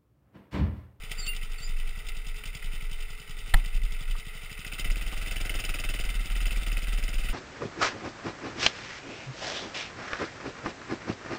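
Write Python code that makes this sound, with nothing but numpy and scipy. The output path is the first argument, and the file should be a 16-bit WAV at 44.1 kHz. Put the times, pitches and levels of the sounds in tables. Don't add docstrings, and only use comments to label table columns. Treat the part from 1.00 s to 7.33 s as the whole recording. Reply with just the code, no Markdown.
import sys
import numpy as np
from scipy import signal
from scipy.fft import rfft, irfft
from scipy.io import wavfile
from scipy.ndimage import uniform_filter1d

SR = 44100
rng = np.random.default_rng(int(sys.argv[2]) if len(sys.argv) > 2 else 0)


def generate_wav(signal):
    frames = np.transpose(np.atleast_2d(signal))
    scaled = np.clip(frames, -1, 1) * 32767
    pcm = np.round(scaled).astype(np.int16)
    wavfile.write(sys.argv[1], SR, pcm)


N = 279153
TIME = np.arange(N) / SR

# start_s, crank_shake_db, wind_db
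RUMBLE_LEVELS = [(0, -33.5, -45), (.8, -25, -34.5), (1.15, -37, -34), (1.9, -29.5, -35), (2.3, -35.5, -40),
                 (3.0, -31, -37), (3.3, -37.5, -49), (3.7, -40.5, -45), (4.0, -31, -32), (4.6, -39, -29.5),
                 (5.5, -24, -29), (6.3, -29.5, -26.5)]
# start_s, level_db
CLICK_CONTACTS = [(2.5392, -5), (2.5408, -11.5), (2.542, 3)]


def undb(db):
    return 10 ** (np.asarray(db) / 20)


def unit(x):
    return x / np.sqrt(np.mean(x ** 2))


def curve(rows, order=1):
    rows = np.array(rows)
    return np.interp(TIME, rows[:, 0], rows[:, order])


def colour(x, points):
    size = 2 ** 19
    hz, db = np.transpose(points)
    freq = np.arange(size // 2 + 1) * SR / size
    gain_db = np.interp(np.log(freq + 1), np.log(hz), db)
    cepstrum = irfft(np.log(undb(gain_db)))
    cepstrum[1:size // 2] *= 2
    cepstrum[size // 2 + 1:] = 0
    return irfft(rfft(x, size) * np.exp(rfft(cepstrum)))[:N]


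def coloured_noise(points):
    return unit(colour(rng.standard_normal(N), points))


def resonate(x, hz, width_hz):
    return signal.lfilter(*signal.iirpeak(hz, hz / width_hz, fs=SR), x)


def resonances(x, table):
    return sum(undb(db) * resonate(x, hz, width_hz) for hz, width_hz, db in table)


def walk(rate_hz):
    k = int(SR / rate_hz)
    steps = np.repeat(rng.standard_normal(N // k + 1), k)
    return unit(uniform_filter1d(uniform_filter1d(steps, k), k)[:N])


def since(times_s):
    times_s = np.r_[-1, times_s]
    which = np.searchsorted(times_s, TIME, side="right") - 1
    return TIME - times_s[which], which


def moments(cycle, place):
    return np.interp(np.arange(np.ceil(cycle[0] - place), cycle[-1] - place) + place, cycle, TIME)


def strikes(table, decay_s):
    times_s, db = np.transpose(table)
    age_s, which = since(times_s)
    return np.r_[0, undb(db)][which] * (1 - np.exp(-age_s / 0.00034)) * np.exp(-age_s / decay_s)


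def blows(cycle, throttle, table, jitter_s, rise_s, scatter_db=2.0):
    power = 0
    speed = np.gradient(cycle)
    slowness = (speed.max() / speed) ** 0.39
    for place, db, load_db, decay_s in table:
        times_s = moments(cycle, place)
        chance = rng.standard_normal((len(times_s) + 1, 2))
        age_s, which = since(np.sort(times_s + jitter_s * chance[1:, 0]))
        size = undb(db + load_db * throttle + scatter_db * chance[which, 1])
        power = power + (size * (1 - np.exp(-age_s / rise_s)) * np.exp(-age_s / decay_s / slowness)) ** 2
    return np.sqrt(power)


def metal(envelope, points, grain_db):
    # hz, width_hz, level_db
    casing = [(464, 167, -7), (667, 91, -12), (763, 36, -9.5), (920, 193, -13.5), (1314, 98, -6),
              (1442, 200, -4), (1980, 62, -3.5), (2091, 150, 1), (2340, 153, -2.5), (2562, 104, -1),
              (2675, 120, 1.5), (2965, 95, 2), (3020, 120, -17), (3405, 250, -5.5), (3578, 33, 0.5),
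              (4656, 220, -5), (4965, 54, -3.5), (5300, 37, -33)]
    grains = rng.standard_normal(N) * undb(grain_db * walk(1500))
    contacts = colour(grains * envelope, points)
    return unit(resonances(contacts, casing)) * np.sqrt(np.mean(envelope ** 2))


def bird():
    # start_s, length_s, start_pitch_hz, middle_pitch_hz, end_pitch_hz, level_db
    notes = [(0.179, 0.038, 4620, 4770, 4690, -33.5), (0.211, 0.049, 4540, 4440, 4370, -37),
             (0.261, 0.034, 4430, 4575, 4660, -34.5), (0.27, 0.055, 2680, 2795, 2760, -30),
             (0.579, 0.017, 4850, 4530, 4430, -42.5), (0.611, 0.064, 4370, 4810, 4960, -38.5)]
    song = np.zeros(N)
    for start_s, length_s, first_hz, middle_hz, last_hz, db in notes:
        along = np.clip((TIME - start_s) / length_s, 0, 1)
        glide_hz = np.polyval(np.polyfit([0, .5, 1], [first_hz, middle_hz, last_hz], 2), along)
        pitch_hz = glide_hz * (1 + 0.0092 * walk(400))
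        swell = np.sin(np.pi * along) * undb(db + 1.2 * walk(146.7))
        song += swell * np.sin(2 * np.pi * np.cumsum(pitch_hz) / SR)
    tail = rng.standard_normal(SR) * undb(-60 * TIME[:SR] / 0.22)
    return song + undb(-9) * signal.fftconvolve(song, tail / np.linalg.norm(tail))[:N]


def wind():
    # hz, level_db
    wind_colour = [(10, -24), (20, -2.5), (27, -1), (36, -4.5), (48, -29), (100, -38.5), (250, -55.5),
                   (1000, -98), (5000, -100)]
    # centre_s, half_length_s (to 1/e), level_db
    gusts = [(2.804, 0.064, -23), (2.926, 0.022, -26.5), (3.11, 0.051, -25), (3.883, 0.046, -25)]
    eddies = colour(rng.standard_normal(N), wind_colour)
    eddies = eddies / np.sqrt(uniform_filter1d(eddies ** 2, SR // 6))
    buffets = sum(undb(db) * np.exp(-((TIME - at_s) / half_s) ** 2) for at_s, half_s, db in gusts)
    return eddies * (undb(curve(RUMBLE_LEVELS, 2)) + buffets)


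def tyres():
    # hz, level_db
    tyre_colour = [(30, -9), (60, 11), (85, 1), (130, -6.5), (180, -3.5), (250, -10.5), (500, -31),
                   (3000, -35)]
    return coloured_noise(tyre_colour) * undb(-58.0 + 1.3 * walk(4.4))


def bumps():
    # start_s, level_db
    bump_hits = [(2.591, -55), (3.151, -40), (4.128, -36)]
    # hz, level_db
    bump_colour = [(150, -18), (500, -9), (800, -2), (1200, 4.5), (1500, -3), (2500, -35), (5000, -22)]
    return coloured_noise(bump_colour) * strikes(bump_hits, decay_s=0.0079)


def click():
    # hz, t60_s, level_db
    housing = [(27.9, 0.33, -11.5), (73.4, 0.18, -34), (139, 0.054, -17.5), (796, 0.069, -31),
               (1310, 0.038, -24), (1950, 0.022, -12.5), (2030, 0.014, -26), (3000, 0.016, -22),
               (3800, 0.0081, -27)]
    # hz, level_db
    crunch_colour = [(80, 16), (200, -1.5), (400, -9.5), (800, 0), (1400, 5), (2200, 3.5), (4200, -3),
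                     (5800, -21)]
    out = np.zeros(N)
    for start_s, db in CLICK_CONTACTS:
        age_s = np.maximum(TIME - start_s, 0)
        ring = sum(undb(mode_db - 60 * age_s / t60_s) * np.sin(2 * np.pi * hz * age_s)
                   for hz, t60_s, mode_db in housing)
        burst = rng.standard_normal(N) * np.exp(-age_s / 0.0029) * (age_s > 0)
        crunch = colour(burst, crunch_colour)
        out += undb(db) * (undb(-2.5) * ring + undb(-16.0) * crunch)
    return out


def thud():
    # hz, level_db
    thud_colour = [(60, 4.5), (160, -7.5), (300, -12), (500, -23), (800, -14), (1500, -23), (4000, -45)]
    last_s = CLICK_CONTACTS[-1][0]
    return coloured_noise(thud_colour) * strikes([(last_s, 0)], decay_s=0.036) * undb(-32)


def hum(cycle, revs):
    # pitch_hz, wander_hz (rms), level_db
    frame = [(422, 4.46, -65.5), (444.3, 9.98, -67.5), (862, 2.35, -74)]
    panels = 0
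    for hz, wander_hz, db in frame:
        pitch_hz = hz + wander_hz * walk(40)
        panels = panels + undb(db) * np.sin(2 * np.pi * np.cumsum(pitch_hz) / SR)
    swell = 1 + 0.061 * np.cos(2 * np.pi * (cycle - .2))
    return np.sqrt(2) * panels * swell * (1 - 0.48 * revs)


def shake(cycle, revs):
    turn = 2 * np.pi * (cycle + 0.13)
    crank = np.cos(2 * turn) * undb(curve(RUMBLE_LEVELS, 1))
    return crank + revs * (undb(-49.5) * np.cos(3 * turn) + undb(-52.5) * np.cos(4 * turn))


def whirr(cycle, revs):
    # hz, level_db
    whirr_colour = [(100, 23.5), (300, 1), (700, 3), (1300, 3), (2100, 3.5), (3000, -1), (3700, -0.5),
                    (5500, -3.5)]
    idle_db, rev_gain_db = -50.5, 4.5
    swell = 1 - 0.16 * np.cos(2 * np.pi * (cycle + 0.38))
    level = undb(idle_db + rev_gain_db * revs + 1.0 * walk(25))
    return metal(swell * level, whirr_colour, grain_db=-0.5)


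def growl(cycle, revs, throttle):
    # hz, level_db
    gas_colour = [(70, -4), (150, -4.5), (220, -9.5), (290, 1), (400, -8), (550, -3.5), (650, -2),
                  (760, -2), (1000, -21), (1500, -1), (3000, -14.5)]
    idle_db, rev_gain_db = -69, 23.5
    flow = (1 + 0.23 * np.cos(2 * np.pi * (cycle - .02))) * throttle ** 0.92
    return coloured_noise(gas_colour) * flow * undb(idle_db + rev_gain_db * revs)


def tappet(cycle, throttle):
    shut_db, load_gain_db = -46.5, 13
    times_s = moments(cycle, -0.01483)
    chance = rng.standard_normal((len(times_s) + 1, 2))
    age_s, which = since(times_s)
    hz = 4960 * (1 + 0.0052 * chance[which, 0])
    ring = np.sin(2 * np.pi * hz * age_s) + undb(-2.0) * np.sin(2 * np.pi * 5520 * age_s)
    size = undb(shut_db + load_gain_db * throttle + 3.3 * chance[which, 1])
    return size * ring * (1 - np.exp(-age_s / 0.0014)) * np.exp(-age_s / 0.0039)


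def valve_gear(cycle, throttle, shade):
    valve_blows = [(-.23, -48.5, 5, 0.0027), (-.055, -39.5, 7, 0.0044), (.025, -49, 13.5, .004),
                   (0.129, -42, 7.5, 0.0064)]
    # start_s, level_db
    clacks = [(0.1147, -28.5), (0.2637, -32.5), (0.3633, -35), (0.429, -39.5), (1.0859, -34.5),
              (1.456, -42), (1.5494, -38), (3.7944, -31), (4.5526, -36)]
    # hz, level_db
    valve_colour = [(200, -10), (700, -1), (1400, -5.5), (2100, 2.5), (3000, 7.5), (3700, 3.5), (5500, 2)]
    valves = blows(cycle, throttle, valve_blows, jitter_s=0.0009, rise_s=0.001) * shade
    valves = np.hypot(valves, strikes(clacks, decay_s=0.0086))
    return metal(valves, valve_colour, grain_db=1.0)


def piston(cycle, throttle):
    piston_blows = [(-.25, -41.5, 17, .003), (-.185, -44, 18, .004), (0.259, -41.5, 3.5, 0.0054),
                    (.45, -44.5, 3.5, 0.0051)]
    # start_s, level_db
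    hard_knocks = [(1.4374, -23), (1.6252, -27), (2.6479, -23.5), (3.6495, -28.5), (3.7818, -30),
                   (3.8432, -29), (4.3107, -21), (4.3593, -24), (4.542, -40), (5.4046, -24),
                   (5.4554, -19.5)]
    # hz, level_db
    light_colour = [(200, 0.5), (700, -10), (1400, -2.5), (2100, 6.5), (2700, 1), (3600, -12.5),
                    (5500, -7.5)]
    loaded_colour = [(200, -4.5), (700, -8), (1400, 0.5), (2100, 2), (2700, 4.5), (3600, -5.5),
                     (5500, -7.5)]
    envelope = blows(cycle, throttle, piston_blows, jitter_s=0.0008, rise_s=0.0011)
    envelope = np.hypot(envelope, strikes(hard_knocks, decay_s=0.0039) * undb(-8.5))
    light = metal(envelope * np.sqrt(1 - throttle), light_colour, grain_db=0.4)
    loaded = metal(envelope * np.sqrt(throttle), loaded_colour, grain_db=0.5)
    return light + loaded


def exhaust(cycle, revs, throttle):
    # hz, width_hz, level_db
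    muffler_modes = [(62.6, 15, 6.5), (122.4, 68, 5.5), (146.4, 22, 6), (197, 54, -4.5), (259, 66, -9),
                     (417, 58, -11), (528, 49, 0), (630, 88, -6), (820, 180, -10)]
    bark_modes = [(112, 30, 2), (288, 110, 1.5), (392, 83, 0.5), (634, 71, 4)]
    misfires = [.35, .52, .88, 1.07, 1.36, 2.01, 2.39]
    idle_db, rev_gain_db, load_gain_db, misfire_db = -54.5, 4, 3.1, -6.5
    times_s = moments(cycle, 0) - .0014
    age_s, which = since(times_s)
    width_s = 0.0015 * np.exp(-0.9 * revs - 1.02 * throttle)
    size = undb(1.2 * (1 - revs) * rng.standard_normal(len(times_s) + 1)[which])
    puff = size * age_s ** 2 / width_s ** 3 * np.exp(-age_s / width_s)
    puff = puff * (1 + 0.12 * rng.standard_normal(N))
    puff = puff + 0.61 * revs * np.interp(TIME - .0099, TIME, puff)
    pipe = resonances(puff, muffler_modes) + resonances(puff, bark_modes) * throttle ** 4
    pipe = signal.sosfilt(signal.butter(2, 55, "high", fs=SR, output="sos"), pipe)
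    steady = pipe / np.sqrt(uniform_filter1d(pipe ** 2, SR // 2))
    missed = np.isin(which, [np.argmin(abs(times_s - at_s)) + 1 for at_s in misfires])
    level_db = idle_db + rev_gain_db * revs ** 0.49 + load_gain_db * throttle + misfire_db * missed
    return steady * undb(level_db)


def scene():
    # start_s, firings_hz
    speed_points = [(0, 13.65), (0.12, 13.03), (0.38, 12.0), (1.08, 10.04), (1.81, 11.21), (2.15, 10.25),
                    (2.7, 11.4), (3.1, 11.51), (3.46, 12.36), (3.63, 13.54), (3.95, 18.44), (4.4, 22.0),
                    (4.62, 20.3), (5.02, 19.79), (5.3, 18.76), (5.48, 19.34), (6.33, 19.21)]
    # start_s, throttle (0-1)
    throttle_points = [(0, 0.14), (.8, 0.03), (1.5, 0.31), (2.0, .1), (3.45, 0.27), (3.8, 0.83),
                       (4.1, 0.55), (4.55, .96), (5.0, 0.89), (5.17, 0.44), (5.45, 0.75), (6.3, .66)]
    idle_hz, full_hz = 10, 22
    rate_hz = curve(speed_points)
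    cycle = .5 + np.cumsum(rate_hz) / SR
    revs = np.sin(np.pi / 2 * np.clip((rate_hz - idle_hz) / (full_hz - idle_hz), 0, 1))
    throttle = np.clip(curve(throttle_points), 0, 1)
    look_s, look_half_s, look_db = 3.42, 0.14, -3
    shade = undb(look_db * np.exp(-((TIME - look_s) / look_half_s) ** 2))
    surroundings = bird() + wind() + tyres() + bumps() + click() + thud()
    mechanics = hum(cycle, revs) + shake(cycle, revs) + whirr(cycle, revs)
    mechanics += shade * tappet(cycle, throttle) + valve_gear(cycle, throttle, shade) + piston(cycle, throttle)
    gas = growl(cycle, revs, throttle) + exhaust(cycle, revs, throttle)
    return (surroundings + mechanics + gas)[None]


def record(dry):
    coarse = signal.resample_poly(dry, 40, 147, axis=-1, window=("kaiser", 5))
    held = np.repeat(coarse, 4, axis=-1)
    held = signal.resample_poly(held, 147, 160, axis=-1)[:, :N]
    hiss = undb(-90) * rng.standard_normal(held.shape)
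    top_hz = 15500
    return signal.sosfilt(signal.ellip(8, .2, 70, top_hz, fs=SR, output="sos"), held + hiss)


dry = scene()
out = record(dry)
generate_wav(out)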